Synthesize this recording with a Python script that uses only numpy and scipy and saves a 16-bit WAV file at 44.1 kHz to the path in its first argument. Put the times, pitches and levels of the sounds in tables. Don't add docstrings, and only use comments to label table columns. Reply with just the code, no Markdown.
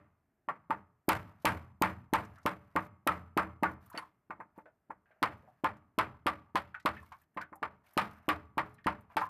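import sys
import numpy as np
from scipy import signal
from scipy.fft import rfft, irfft, next_fast_len
from scipy.io import wavfile
from scipy.ndimage import uniform_filter1d, minimum_filter1d

SR = 44100
rng = np.random.default_rng(int(sys.argv[2]) if len(sys.argv) > 2 else 0)


def voltage_ratio(level):
    return 10 ** (np.asarray(level, float) / 20)


def master_out(mix):
    frames = np.transpose(np.atleast_2d(mix))
    ceiling = np.clip(frames, -1, 1)
    pcm = np.round(ceiling * 32767).astype(np.int16)
    wavfile.write(sys.argv[1], SR, pcm)


N = 409688

# pitch in Hz, level in dB, t60 in seconds.
BODY_MODES = [(65.5, -15.5, 0.3), (84, -17, 0.96), (100.5, -17, 0.61), (123, -19.5, 0.73), (186, -11, 0.36),
              (209, -15.5, 0.46), (304, -20, 0.13), (311, -5, 0.3), (430, -22, 0.51), (576, -23, 0.34),
              (589.6, -12, 0.34)]
# pitch in Hz, level in dB, t60 in seconds.
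PUSH_MODES = [(198.24, -2.5, 0.058), (277.5, 6.5, 0.034), (519, -3, 0.098), (964, -0.5, .02)]
# pitch in Hz, level in dB, t60 in seconds.
PANEL_MODES = [(680, -25, 0.19), (726, -9.5, .3), (885.3, 1.5, 0.27), (917, -2.5, 0.43), (1040, 2, 0.21),
               (1143.2, -0.5, 0.51), (1180, -4.5, 0.46), (1242, -1, 0.53), (1336, -3.5, 0.51),
               (1432, -6, .5), (1570, -18, 0.51), (1730, -36.5, .4), (1750, -14, 0.47), (1847, -4, 0.28),
               (2110, -7.5, 0.53), (2446, -12, 0.2), (2380, -14, .3), (2570, -18, 0.53)]
# pitch in Hz, level in dB, t60 in seconds.
CHISEL_MODES = [(2970, 6, 0.026), (4460, 10.5, 0.039), (5440, -19, 0.056), (6400, -19, 0.06),
                (10050, -6, 0.087), (11200, -23, 0.08)]
# band in Hz, level in dB, early t60 in seconds, late level in dB,
# late t60 in seconds.
CLATTER_BANDS = [(36.7, -46, 0.9, -4.5, 1), (157, -27, 0.45, -14, 1), (396, -22, 0.24, -19, 0.13),
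                 (980, -6.5, 0.15, -25.5, 0.57), (1440, -4.5, 0.15, -29.5, 0.52),
                 (2730, -3.5, 0.099, -22.5, 0.36), (3545, -4.5, 0.097, -21.5, 0.32),
                 (6070, -14, 0.075, -16, .3), (9100, -10, 0.11, -21.5, 0.41),
                 (13300, -2.5, 0.042, -20.5, 0.75)]

# start in seconds, #
# clang in dB, thud in dB, edge in dB, strongest pitch in Hz.
UPRIGHT_BLOWS = [(.486, -26.5, -26, -33, 1130), (.705, -25, -16.5, -31, 890), (1.089, -13, -12.5, -13, 924),
                 (1.453, -12.5, -13.5, -13.5, 900), (1.821, -14, -13, -17.5, 910),
                 (2.135, -16, -16, -17, 905), (2.461, -20.5, -12, -18, 1070), (2.761, -20, -12, -27.5, 970),
                 (3.073, -16, -13, -18, 1294), (3.374, -16.5, -14.5, -22.5, 1280),
                 (3.632, -18.5, -13, -30, 1033), (3.949, -40, -14.5, -19.5, 762),
                 (3.976, -33, -21, -15.5, 1860)]
# start in seconds, clang in dB, thud in dB,
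# edge in dB, strongest pitch in Hz.
SLANTED_BLOWS = [(5.227, -18.5, -19.5, -17, 1034), (5.643, -21.5, -16, -22, 1040),
                 (5.986, -18, -15.5, -16.5, 1030), (6.266, -20.5, -15, -16.5, 1180),
                 (6.555, -22.5, -17, -14, 1040), (6.858, -20.5, -14, -14.5, 1180),
                 (7.627, -26, -20, -26, 894), (7.975, -17, -16, -12, 1220),
                 (8.288, -18.5, -14.5, -16, 1180), (8.579, -20.5, -17.5, -20, 1178),
                 (8.867, -20, -14.5, -20, 860), (9.167, -22.5, -19.5, -15.5, 896)]
# start in seconds, clang in dB, thud in dB, strongest pitch in Hz.
TIP_TAPS = [
    (4.305, -34, -20.5, 1040),
    (4.401, -37.5, -24, 961),
    (4.584, -47.5, -6.5, 890),
    (4.903, -38.5, -18, 876),
    (7.371, -30.5, -20, 1040),
    (7.527, -44.5, -16, 894),
]
# start in seconds, clang in dB, thud in dB, edge in dB,
# sizzle in dB, strongest pitch in Hz.
EARLIER_BLOW = (-0.08, -30, -13.5, -26, -30, 1900)
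CHISEL_CLINK = 3.976, -44

# start in seconds, peak in dB, pitch in Hz.
FLAKE_HOPS = [(2.3567, -58, 1680), (2.377, -52, 1360), (3.6549, -24.5, 1460), (4.657, -52.5, 1504),
              (5.0574, -63, 1617), (5.1103, -59, 1600), (6.7433, -33.5, 1490), (6.796, -56, 1940),
              (6.8024, -74, 4050), (6.9652, -41.5, 1800), (7.0618, -64, 2180), (7.119, -52.5, 2230),
              (7.2154, -67, 1770), (7.3425, -71, 1730), (7.4096, -33.5, 1490), (7.863, -64, 2300),
              (8.7465, -74, 4000), (8.7828, -53, 1780), (8.844, -47.5, 1824), (9.108, -75, 3360)]
# start in seconds, peak in dB, pitch in Hz.
TIP_NUDGES = [(0.057, -70, 1163), (3.86, -61, 1206), (3.9, -54, 1240), (3.915, -48, 982),
              (3.932, -46.5, 1300), (3.944, -41.5, 660), (3.958, -46, 1970), (3.989, -38, 1062),
              (4.022, -41, 1035), (4.047, -70.5, 920), (4.559, -59.5, 902), (4.656, -50, 630),
              (5.106, -59.5, 624), (5.164, -65, 633), (5.432, -57, 600), (5.477, -50.5, 743),
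              (6.142, -55, 975), (6.49, -63.5, 960), (6.744, -45.5, 875), (7.027, -50.5, 1085),
              (7.118, -40.5, 1069), (7.555, -50, 803), (9.101, -52, 1003), (9.214, -21, 1050)]
# start in seconds, peak in dB, pitch in Hz.
RUST_SPECKS = [(2.2483, -52.5, 5670), (2.3575, -60, 4130), (2.3835, -63, 5850), (2.4299, -61, 5470),
               (3.7165, -63, 12700), (3.8267, -75, 13200), (3.8606, -52.5, 13600), (3.9, -46.5, 12400),
               (3.927, -57, 4410), (4.5775, -62, 12800), (5.7678, -68, 6520), (6.7984, -54.5, 4050),
               (6.8254, -65, 4710), (7.0269, -62, 8800), (7.0888, -67, 12900), (7.1212, -54, 4670),
               (7.1821, -70, 12100), (7.216, -60, 12400), (7.3442, -69, 12300), (7.4135, -44.5, 4580),
               (7.5562, -50.5, 11800), (7.8645, -66, 10300), (7.9344, -53.5, 12400), (8.7415, -58.5, 9250),
               (8.8428, -56, 4090), (9.0084, -61, 12200), (9.2055, -48, 4050)]
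# start in seconds, # length in
# seconds, hiss in dB, rasp in dB.
TIP_SCRAPES = [(0, 0.085, -105, -69), (.72, 0.09, -88.5, -74.5), (1.25, 0.16, -92, -64),
               (1.396, 0.053, -77, -62.5), (2.247, 0.6, -89.5, -63.5), (2.78, 0.1, -73, -70),
               (3.65, 0.1, -78, -71), (3.8, 0.18, -84, -63), (4.549, .08, -87.5, -61),
               (5.051, 0.22, -104, -69), (5.35, 0.27, -92.5, -68.5), (6.923, 0.33, -83, -67.5),
               (7.403, 0.044, -77, -43), (7.829, 0.37, -83.5, -63), (8.085, 0.2, -88.5, -58.5),
               (8.642, 0.11, -83, -75), (9.093, 0.065, -83, -52), (9.196, 0.08, -65.5, -43)]

# frequency in Hz, density in dB per Hz.
FLAKE_SPECTRUM = [(1760, -31.5), (3000, -4.5), (6250, -9.5), (7150, -13.5), (13700, -9), (15000, -20.5)]
# frequency in Hz, density in dB per Hz.
RASP_SPECTRUM = [(180, -70), (300, -46), (510, -16), (623, -3.5), (844, -6.5), (1630, -6.5), (2900, -21),
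                 (3770, -57), (6380, -120)]
# frequency in Hz, density in dB per Hz.
OUTDOOR_SPECTRUM = [(15, -48), (25, 4), (181, -1.5), (450, -7), (515, -18.5), (588, -7), (903, -13),
                    (1720, -15.5), (3630, -34), (13800, -34), (15000, -40)]
# frequency in Hz, gain in dB.
MICROPHONE_RESPONSE = [(10000, -0.5), (14100, 4), (14600, -20.5), (15500, -37), (17000, -59)]

STEEL_LEAD_S, CLANG_LAG_S = .006, .0006
UPRIGHT_SIZZLE_DB, SLANTED_SIZZLE_DB = -1.14, -6.5
TAP_EDGE_DB, TAP_EDGE_GROWS, TAP_SIZZLE_DB = -47.5, 2.8, -38
HOP_BROAD_DB, NUDGE_BROAD_DB, SPIT_DB = -14, -11, -39
TICK_T60_S, TICK_T60_SLOPE = 0.14, -0.29
TICK_RING_DB, TICK_REACH_DB = -10, 20.5
SPECK_DB, SPECK_T60_S, SPECK_SKIRT_DB = -7.5, 0.044, 11
SCRAPE_ATTACK_S, SCRAPE_FADE_DB = 0.028, 6.5
OUTDOOR_DB = -79.5


def unit(x):
    return x / np.sqrt(np.mean(x ** 2) + 1e-20)


def fall(t, t60):
    return np.exp(-np.log(1000) * t / np.maximum(t60, .002))


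def coloured(x, points):
    hz, db = np.transpose(points)
    length = x.shape[-1]
    size = next_fast_len(length + 4096)
    log_hz = np.log(np.fft.rfftfreq(size, 1 / SR) + 1)
    gain = voltage_ratio(np.interp(log_hz, np.log(hz), db))
    return irfft(rfft(x, size) * gain, size)[..., :length]


def add(track, s, sound):
    start = round(s * SR)
    part, sound = track[max(start, 0):], sound[max(-start, 0):]
    part[:len(sound)] += sound[:len(part)]


def ring(modes, t, scatter_db, detune, phases, waver=0):
    hz, db, t60 = np.transpose(modes)[:, :, None]
    chance = rng.standard_normal((6, len(modes), 1))
    moved_hz = hz * (1 + detune * chance[0])
    tone = np.sin(2 * np.pi * moved_hz * t + phases * chance[1])
    if waver:
        neighbour_hz = hz * (1 + .03 * chance[3]) + 7 * chance[4]
        tone = tone + waver * np.sin(2 * np.pi * neighbour_hz * t + 3 * chance[5])
    strength = voltage_ratio(db + scatter_db * chance[2])
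    return (strength * fall(t, np.minimum(t60, .9)) * tone).sum(0)


def contacts():
    rows = []
    for blows_table, sizzle_db in [(UPRIGHT_BLOWS, UPRIGHT_SIZZLE_DB), (SLANTED_BLOWS, SLANTED_SIZZLE_DB)]:
        for s, db, thud_db, edge_db, hz in blows_table:
            rows.append((s, db, thud_db, edge_db, edge_db + sizzle_db, hz))
    for s, db, thud_db, hz in TIP_TAPS:
        edge_db = TAP_EDGE_DB + TAP_EDGE_GROWS * (db + 37)
        rows.append((s, db, thud_db, edge_db, TAP_SIZZLE_DB, hz))
    return [EARLIER_BLOW] + sorted(rows)


def body_thud(t, db):
    body = [(hz, level - 1.0 + 0.27 * (db + 15.5) * (hz < 130), t60) for hz, level, t60 in BODY_MODES]
    thud = ring(body, t, scatter_db=2.5, detune=.015, phases=.6, waver=.8)
    thud = thud * np.cos(np.pi / 2 * t / t[-1]) ** .5
    push = ring(PUSH_MODES, t[:2048] + .0004, scatter_db=1, detune=.04, phases=0.36)
    thud[:2048] += voltage_ratio(3.5) * push
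    return thud * (1 - np.exp(-(t / 0.00065) ** 2))


def clatter(t, edge_db, sizzle_db, stretch):
    hz, db, early, late_db, late = np.transpose(CLATTER_BANDS)[:, :, None]
    log_hz = np.log(np.fft.rfftfreq(len(t), 1 / SR) + 1)
    share = np.array([np.interp(log_hz, np.log(hz[:, 0]), row) for row in np.eye(len(hz))])
    bands = irfft(rfft(rng.standard_normal(len(t))) * share, len(t))
    bands = bands / bands.std(1, keepdims=True)
    lift_db = np.interp(hz, [1200, 3800, 6500], [0, edge_db, sizzle_db])

    crack_level = voltage_ratio(np.where(hz > 5000, 21, 12)) * (hz > 2000)
    crack = crack_level * stretch ** 8.6 * fall(t, 0.0069)

    wander = np.interp(t, np.linspace(0, t[-1], 80), rng.standard_normal(80))
    crackle_db = np.where(hz > 3000, 3.5, 2 * (hz > 300))
    crackle = voltage_ratio(crackle_db * wander)

    early_fall = fall(t, early * np.where(hz < 3000, stretch, 1))
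    late_fall = voltage_ratio(late_db) * fall(t, np.where(hz > 5000, .33, late))
    return (voltage_ratio(db + lift_db) * bands * (crack + crackle * (early_fall + late_fall))).sum(0)


def panel_clang(t, db, edge_db, sizzle_db, spot_hz):
    panel = []
    for hz, level, t60 in PANEL_MODES:
        favour = 3.6 * (abs(hz / spot_hz - 1) < .05)
        panel.append((hz, level - 7 * np.abs(np.log2(hz / spot_hz)) + favour, t60))
    stretch = np.clip(1 + .02 * (db + 20), .62, 1.15)
    knock = ring(panel, t, scatter_db=2.0, detune=.006, phases=3, waver=.5)
    knock = knock * (fall(t, 0.12 * stretch) + voltage_ratio(-30))
    knock = knock * (1 - 0.54 * np.exp(-t / 0.0039))
    clang = voltage_ratio(-5.5) * knock + voltage_ratio(-4) * clatter(t, edge_db, sizzle_db, stretch)
    return clang * (1 - np.exp(-t / 0.00067))


def chisel_clink(t):
    return ring(CHISEL_MODES, t, scatter_db=0, detune=0, phases=3, waver=.2)


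def blows():
    out, t = np.zeros(N), np.arange(18432) / SR
    for s, db, thud_db, edge_db, sizzle_db, spot_hz in contacts():
        add(out, s - STEEL_LEAD_S, -voltage_ratio(db + thud_db + 2) * body_thud(t, db))
        add(out, s + CLANG_LAG_S, voltage_ratio(db + 2.0) * panel_clang(t, db, edge_db, sizzle_db, spot_hz))
    clink_s, clink_db = CHISEL_CLINK
    add(out, clink_s, voltage_ratio(clink_db) * chisel_clink(t))
    return out


def tick(t, hz, broad_db):
    noise = rng.standard_normal((2, len(t)))
    t60 = TICK_T60_S * (hz / 1000) ** TICK_T60_SLOPE
    shape = fall(t, t60) * (1 - np.exp(-t / 0.0007))

    ratios = np.array([.4, .7, .94, 1, 1.06, 1.4, 2.1, 3.2, 7])
    levels_db = np.array([-30, -8, 0, -broad_db, 0, -8, -22, -38, -60])
    scuff = unit(shape * coloured(noise[0], np.transpose([hz * ratios, levels_db])))
    scuff = scuff * np.sqrt(np.mean(shape ** 2))

    near = []
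    for mode_hz, _, mode_t60 in PANEL_MODES:
        octaves = abs(np.log2(mode_hz / hz))
        if octaves < .8:
            near.append((mode_hz, TICK_RING_DB - TICK_REACH_DB * octaves, .4 * mode_t60))
    woken = ring(near, t, scatter_db=3.5, detune=0.0075, phases=3)
    woken = woken * (1 - np.exp(-t / 0.0038)) * (1 - t / t[-1])

    spit = voltage_ratio(SPIT_DB) * unit(coloured(noise[1], FLAKE_SPECTRUM)) * shape * fall(t, 1.5 * t60)
    return scuff + woken + spit


def ticks():
    out, t = np.zeros(N), np.arange(6144) / SR
    for table, broad_db in [(FLAKE_HOPS, HOP_BROAD_DB), (TIP_NUDGES, NUDGE_BROAD_DB)]:
        for s, db, hz in table:
            add(out, s, voltage_ratio(db - 4.5) * tick(t, hz, broad_db))
    return out


def specks():
    out, t, octaves = np.zeros(N), np.arange(3072) / SR, np.array([-2, -1, 0, 1, 2])
    skirt_db = -SPECK_SKIRT_DB * np.abs(octaves) - 20 * (octaves == -2)
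    for s, db, hz in RUST_SPECKS:
        tint = np.transpose([hz * 2. ** octaves, skirt_db])
        t60 = SPECK_T60_S * voltage_ratio(0.83 * rng.standard_normal())
        shape = fall(t, t60) * (1 - np.exp(-t / 0.00064))
        snap = unit(coloured(rng.standard_normal(len(t)), tint)) * shape
        add(out, s, voltage_ratio(db + SPECK_DB) * snap)
    return out


def grains(spectrum, rate, size_db, bed):
    hits = (rng.random(N) < rate / SR) * voltage_ratio(size_db * rng.exponential(size=N))
    spread = signal.fftconvolve(hits, fall(np.arange(600) / SR, 0.016))[:N]
    return unit(coloured(rng.standard_normal(N) * (bed + np.abs(spread)), spectrum))


def grit():
    hiss_level, rasp_level = np.zeros(N), np.zeros(N)
    for s, length, hiss_db, rasp_db in TIP_SCRAPES:
        t = np.arange(round(length * SR)) / SR
        stroke = np.clip(np.minimum(t / SCRAPE_ATTACK_S, (length - t) / .012), 0, 1)
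        stroke = stroke * voltage_ratio(SCRAPE_FADE_DB * (.5 - t / length))
        add(hiss_level, s, voltage_ratio(hiss_db) * stroke)
        add(rasp_level, s, voltage_ratio(rasp_db) * stroke)
    hiss = hiss_level * grains(FLAKE_SPECTRUM, rate=220, size_db=2.0, bed=0.8)
    rasp = rasp_level * unit(coloured(rng.standard_normal(N), RASP_SPECTRUM))
    return voltage_ratio(1.0) * hiss + voltage_ratio(-9.5) * rasp


def outdoors():
    return voltage_ratio(OUTDOOR_DB) * unit(coloured(rng.standard_normal(N), OUTDOOR_SPECTRUM))


def scene():
    mono = blows() + ticks() + specks() + grit() + outdoors()
    return np.array([mono, mono])


def gain_control(x):
    keep = np.exp(-1 / (0.021 * SR))
    level = signal.lfilter([1 - keep], [1, -keep], np.abs(x))
    return x / (1 + level / 0.11)


def soft_ceiling(x):
    heard = np.abs(coloured(x, [(5000, 3.5), (9000, -17.5)]))
    need = np.minimum(1, voltage_ratio(-14.5) / (heard + 1e-9))
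    x = x * uniform_filter1d(minimum_filter1d(need, size=161), size=81)
    return x / (1 + np.abs(x / .14) ** 5) ** (1 / 5)


def treble_side(x):
    smear = rng.standard_normal(400) * fall(np.arange(400) / SR, .02)
    drift = unit(uniform_filter1d(rng.standard_normal(N), size=60))
    treble = coloured(x * drift, [(3000, -83.5), (4200, -11), (9000, 3.0), (13000, -0.5)])
    return voltage_ratio(-16.5) * np.convolve(treble, smear / np.linalg.norm(smear))[:N]


def top_cut(x):
    return signal.sosfilt(signal.butter(12, 15380, fs=SR, output="sos"), x)


def record(dry):
    low_cut = signal.butter(2, 62, "high", fs=SR, output="sos")
    x = coloured(signal.sosfilt(low_cut, dry[0]), MICROPHONE_RESPONSE)
    x = soft_ceiling(gain_control(x))
    side = treble_side(x)
    return top_cut(np.array([x + side, x - side]))


dry = scene()
out = record(dry)
master_out(out)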